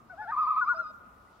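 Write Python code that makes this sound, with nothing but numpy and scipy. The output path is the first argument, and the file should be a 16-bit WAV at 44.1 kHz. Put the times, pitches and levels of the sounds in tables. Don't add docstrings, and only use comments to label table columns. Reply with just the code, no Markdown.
import sys
import numpy as np
from scipy import signal
from scipy.io import wavfile

SR = 44100
rng = np.random.default_rng(int(sys.argv[2]) if len(sys.argv) > 2 else 0)


def wav_record(signal):
    frames = np.transpose(np.atleast_2d(signal))
    bounded = np.clip(frames, -1, 1)
    quanta = np.round(bounded * 32767).astype(np.int16)
    wavfile.write(sys.argv[1], SR, quanta)


N = 61739
TIME = np.arange(N) / SR
LEFT_MINUS_RIGHT = np.array([[.5], [-.5]])
ECHO_LIKENESS = .12


def from_db(db):
    return 10 ** (np.asarray(db) / 20)


def unit_rms(x):
    return x / np.sqrt(np.mean(x ** 2) + 1e-20)


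def butter(x, order, hz, kind="band"):
    return signal.sosfilt(signal.butter(order, hz, kind, fs=SR, output="sos"), x)


def at_hz(points, hz):
    f, value = np.transpose(points)
    return np.interp(np.log(hz), np.log(f), value)


def drift(hz):
    r = np.exp(-2 * np.pi * hz / SR)
    return unit_rms(signal.lfilter([1], [1, -2 * r, r * r], rng.standard_normal(N + SR))[SR:])


def stereo(pair, likeness):
    mid = np.sqrt(1 + likeness) * pair[0]
    side = np.sqrt(1 - likeness) * pair[1]
    return np.array([mid + side, mid - side]) / np.sqrt(2)


def glide(s, values, t):
    step = np.diff(s) + 1e-9
    slope = np.diff(values) / step
    inner = (slope[:-1] * step[1:] + slope[1:] * step[:-1]) / (step[1:] + step[:-1])
    tangent = np.r_[slope[0], inner, slope[-1]]
    i = np.clip(np.searchsorted(s, t) - 1, 0, len(step) - 1)
    u = (t - s[i]) / step[i]
    bend = (1 - u) * (tangent[i] - slope[i]) - u * (tangent[i + 1] - slope[i])
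    return values[i] + step[i] * u * (slope[i] + (1 - u) * bend)


# frequency in Hz, relative density in dB.
RUSTLE_SPECTRUM = [(20, -21.5), (40, -6), (90, -3.5), (145, -11), (195, -5.5), (280, -11.5), (800, -11.5),
                   (1400, -24.5), (9500, -38.5), (15000, -39.5)]
# frequency in Hz, left-right likeness from 0 to 1.
RUSTLE_LIKENESS = [(130, .98), (400, .6), (8000, .02)]


def breeze_and_ripples(level_db=-60, flicker_db=1.7, lean_left_db=3):
    edges_hz = 22 * 2 ** np.arange(0, 9.6, .5)
    white = rng.standard_normal((2, 2, N + SR // 4))
    rustle = 0
    for k, (low, high) in enumerate(zip(edges_hz, edges_hz[1:])):
        band = butter(white[k % 2], 2, [low, high])[:, -N:]
        hz = np.sqrt(low * high)
        likeness = at_hz(RUSTLE_LIKENESS, hz)
        band_db = at_hz(RUSTLE_SPECTRUM, hz) + flicker_db * drift(hz=6.8)
        pan_db = lean_left_db * likeness * LEFT_MINUS_RIGHT
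        rustle = rustle + stereo(band, likeness) * from_db(band_db + pan_db)
    return from_db(level_db) * unit_rms(rustle)


# centre in Hz, width in Hz, level in dB, t60 in seconds.
LINGERING_CALLS = [(1234, 95, -61, 1.5), (1150, 500, -65, 11)]


def lingering_call(hz, width_hz, level_db, t60_s):
    white = rng.standard_normal((2, N + SR))
    wash = butter(white, 2, [hz - width_hz / 2, hz + width_hz / 2])[:, SR:]
    return unit_rms(stereo(wash, ECHO_LIKENESS)) * from_db(level_db - 60 * TIME / t60_s)


def tree_echo(call, delay_s, build_s, t60_s, level_db):
    age = np.maximum(TIME - delay_s, 0)
    shape = (1 - np.exp(-age / build_s)) * from_db(-60 * age / t60_s)
    scatter = stereo(rng.standard_normal((2, N)), ECHO_LIKENESS)
    response = butter(scatter * shape / np.sqrt(np.sum(shape ** 2)), 2, hz=[740, 3920])
    return from_db(level_db) * signal.fftconvolve(call[None], response, axes=1)[:, :N]


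def moving_air(pair, waver_s=.00025):
    return np.array([np.interp(TIME + waver_s * drift(hz=10), TIME, side) for side in pair])


# delay, build-up and t60 in seconds, level in dB before dulling.
FOLIAGE_ECHO = (.003, .003, .22, -6)
NEAR_ECHO = (.01, 0.1, 0.665, -15)
FAR_ECHO = (.13, 0.5, 2.5, -28.5)


def wooded_shore(call):
    needles = tree_echo(butter(call, 6, hz=2000, kind="high"), *FOLIAGE_ECHO)
    near = moving_air(tree_echo(call, *NEAR_ECHO))
    far = moving_air(tree_echo(call, *FAR_ECHO))
    return needles + near + far


def distant_peep(at_s=1.279, width_s=.006, hz=1970, rise_hz_per_s=14000, level_db=-63):
    age = TIME - at_s
    envelope = from_db(level_db) * np.exp(-(age / width_s) ** 2)
    return envelope * np.sin(2 * np.pi * (hz + rise_hz_per_s * age / 2) * age)


# frequency in Hz, gain in dB.
PATH_COLOUR = [(1500, 0), (2450, 4.5), (2900, -2.5), (4250, 6), (4900, 0), (5800, -4)]
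# frequency in Hz, left minus right in dB.
PATH_PAN = [(800, 4), (1000, 4), (1220, 3), (1290, -6.5), (1400, 5), (2400, 0)]


def partial(phase, hz, db):
    return np.sin(phase) * from_db(db + at_hz(PATH_COLOUR, hz) + at_hz(PATH_PAN, hz) * LEFT_MINUS_RIGHT)


def off_centre(pair, lag_s=.00007):
    return np.array([np.interp(TIME - lag_s, TIME, pair[0]), pair[1]])


def loon_note(rows, overtones_db, follows=.75):
    onset_s, release_s, bloom_s = .008, .012, .014
    jitter, shimmer_db, flicker_db = .0005, .5, 3
    fringe_rad, fray_rad, strong_db = .01, .2, -15
    s, hz, db = np.transpose(sorted(rows))
    held = np.clip(TIME, s[0], s[-1])
    pitch = glide(s, hz, held)
    level_db = glide(s, db, held) + shimmer_db * drift(hz=18)
    cycles = np.cumsum(pitch * (1 + jitter * drift(hz=18)) * (TIME > s[0])) / SR
    phase = 2 * np.pi * cycles + fringe_rad * drift(hz=300)
    tone = partial(phase, pitch, level_db)
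    swell_db = db.max() + follows * (level_db - db.max())
    rise_hz_per_s = np.maximum(np.gradient(pitch) * SR, 0)
    brighten_db = 3 * np.tanh(rise_hz_per_s / 7000)
    bloom = 1 - np.exp(-(held - s[0]) / bloom_s)
    for k, overtone_db in enumerate(overtones_db, 2):
        wander_db = flicker_db * drift(hz=22)
        if overtone_db > strong_db:
            tone += partial(k * phase, k * pitch, swell_db + overtone_db + wander_db / 2)
        else:
            frayed = phase + fray_rad * drift(hz=140)
            frayed_db = swell_db + brighten_db + overtone_db + wander_db
            tone += bloom * partial(k * frayed, k * pitch, frayed_db)
    gate = np.clip((TIME - s[0]) / onset_s, 0, 1) * np.clip((s[-1] - TIME) / release_s, 0, 1)
    return np.sin(gate * np.pi / 2) ** 2 * tone


def voice_crack(at_s=.322, width_s=.014, level_db=-45):
    rasp = unit_rms(butter(rng.standard_normal(N), 5, hz=[760, 1800]))
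    return from_db(level_db) * rasp * np.exp(-((TIME - at_s) / width_s) ** 2)


# time in seconds, pitch in Hz, level in dB before the path colours it.
ANSWER_LOW = [(.212, 710.2, -47), (.238, 739, -48.5), (.27, 673, -60), (.295, 704, -52.5),
              (.322, 842, -40.5)]
ANSWER_WARBLE = [(.3144, 1268, -33.5), (.34, 1212, -27.5), (.36, 1075, -36), (.381, 983.4, -33),
                 (.403, 1149, -32), (.432, 1245, -23.5), (.452, 1183, -26), (.477, 966.6, -33),
                 (.5, 1169, -27.5), (.526, 1257, -26.5), (.548, 1179, -27.5), (.571, 985, -33),
                 (.59, 1177, -27), (.607, 1257, -26), (.62, 1230, -35.5)]
ANSWER_TOP = [(0.6078, 1457, -29.5), (0.625, 1456, -21), (0.64, 1399, -29), (0.662, 1224, -42.5),
              (0.685, 1374, -28.5), (0.716, 1450, -20.5), (0.735, 1401, -31.4), (0.76, 1207.2, -41.5),
              (0.782, 1361, -34.4), (0.803, 1400, -25.5), (0.828, 1336, -43), (0.85, 1229, -37),
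              (0.88, 1249, -38.5), (0.92, 1225, -53)]
ANSWER_LOW_DB = [4.5, -20, -34.5, -34, -35.5, -26]
ANSWER_WARBLE_DB = [-39.5, -47.5, -49]
ANSWER_TOP_DB = [-54.5, -53.5, -44]


def answering_loon():
    voice = loon_note(ANSWER_LOW, ANSWER_LOW_DB)
    voice += loon_note(ANSWER_WARBLE, ANSWER_WARBLE_DB)
    voice += loon_note(ANSWER_TOP, ANSWER_TOP_DB, follows=.13)
    return off_centre(voice)


# time in seconds, pitch in Hz, level in dB before the path colours it.
LEAD_HOOT = [(.094, 739, -56.5), (.11, 747.4, -54), (.14, 684, -69)]
LEAD_LOW = [(.118, 747.5, -56), (.14, 683, -44.5), (.16, 632, -58.5), (.185, 800, -43), (.211, 858.5, -34),
            (.24, 841, -44), (.263, 694, -45.5), (.285, 854.4, -36), (.303, 914, -31.5), (.32, 965, -42.5)]
LEAD_WARBLE = [(.3158, 1296, -26), (.335, 1064, -37.5), (.352, 1010, -36.5), (.366, 1152, -29.5),
               (.38, 1227, -24.5), (.4, 1283, -23.5), (.42, 1201, -26), (.443, 992.7, -35),
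               (.462, 1135, -32), (.475, 1239, -23), (.494, 1288, -25.5), (.512, 1219, -21),
               (.538, 993.6, -37), (.556, 1111, -31), (.57, 1239, -22.5), (.586, 1279, -23),
               (.606, 1198, -28.5), (.636, 989.5, -32.5), (.66, 1106, -35), (.686, 1224, -20),
               (.71, 1099, -35), (.746, 916.4, -32.5)]
LEAD_ENDING = [(.739, 657, -44.5), (.8, 644.6, -45), (.834, 624, -48.5)]
LEAD_AFTERNOTE = [(.897, 661.4, -51), (.907, 629.2, -51), (.925, 665.5, -66)]
LEAD_HOOT_DB = [12, -15]
LEAD_LOW_DB = [-9, -42.5, -39.5]
LEAD_WARBLE_DB = [-41.5, -54, -52.5]
LEAD_ENDING_DB = [-27.5]


def leading_loon():
    voice = loon_note(LEAD_HOOT, LEAD_HOOT_DB) + loon_note(LEAD_LOW, LEAD_LOW_DB)
    voice += voice_crack() + loon_note(LEAD_WARBLE, LEAD_WARBLE_DB)
    voice += loon_note(LEAD_ENDING, LEAD_ENDING_DB) + loon_note(LEAD_AFTERNOTE, LEAD_ENDING_DB)
    return off_centre(voice)


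def scene():
    birds = leading_loon() + answering_loon() + distant_peep()
    echoes = wooded_shore(birds.mean(axis=0))
    lingering = sum(lingering_call(*row) for row in LINGERING_CALLS)
    return birds + echoes + lingering + breeze_and_ripples()


def record(dry):
    cutoff_hz = 15850
    return signal.sosfilt(signal.ellip(12, .1, 80, cutoff_hz, fs=SR, output="sos"), dry)


dry = scene()
out = record(dry)
wav_record(out)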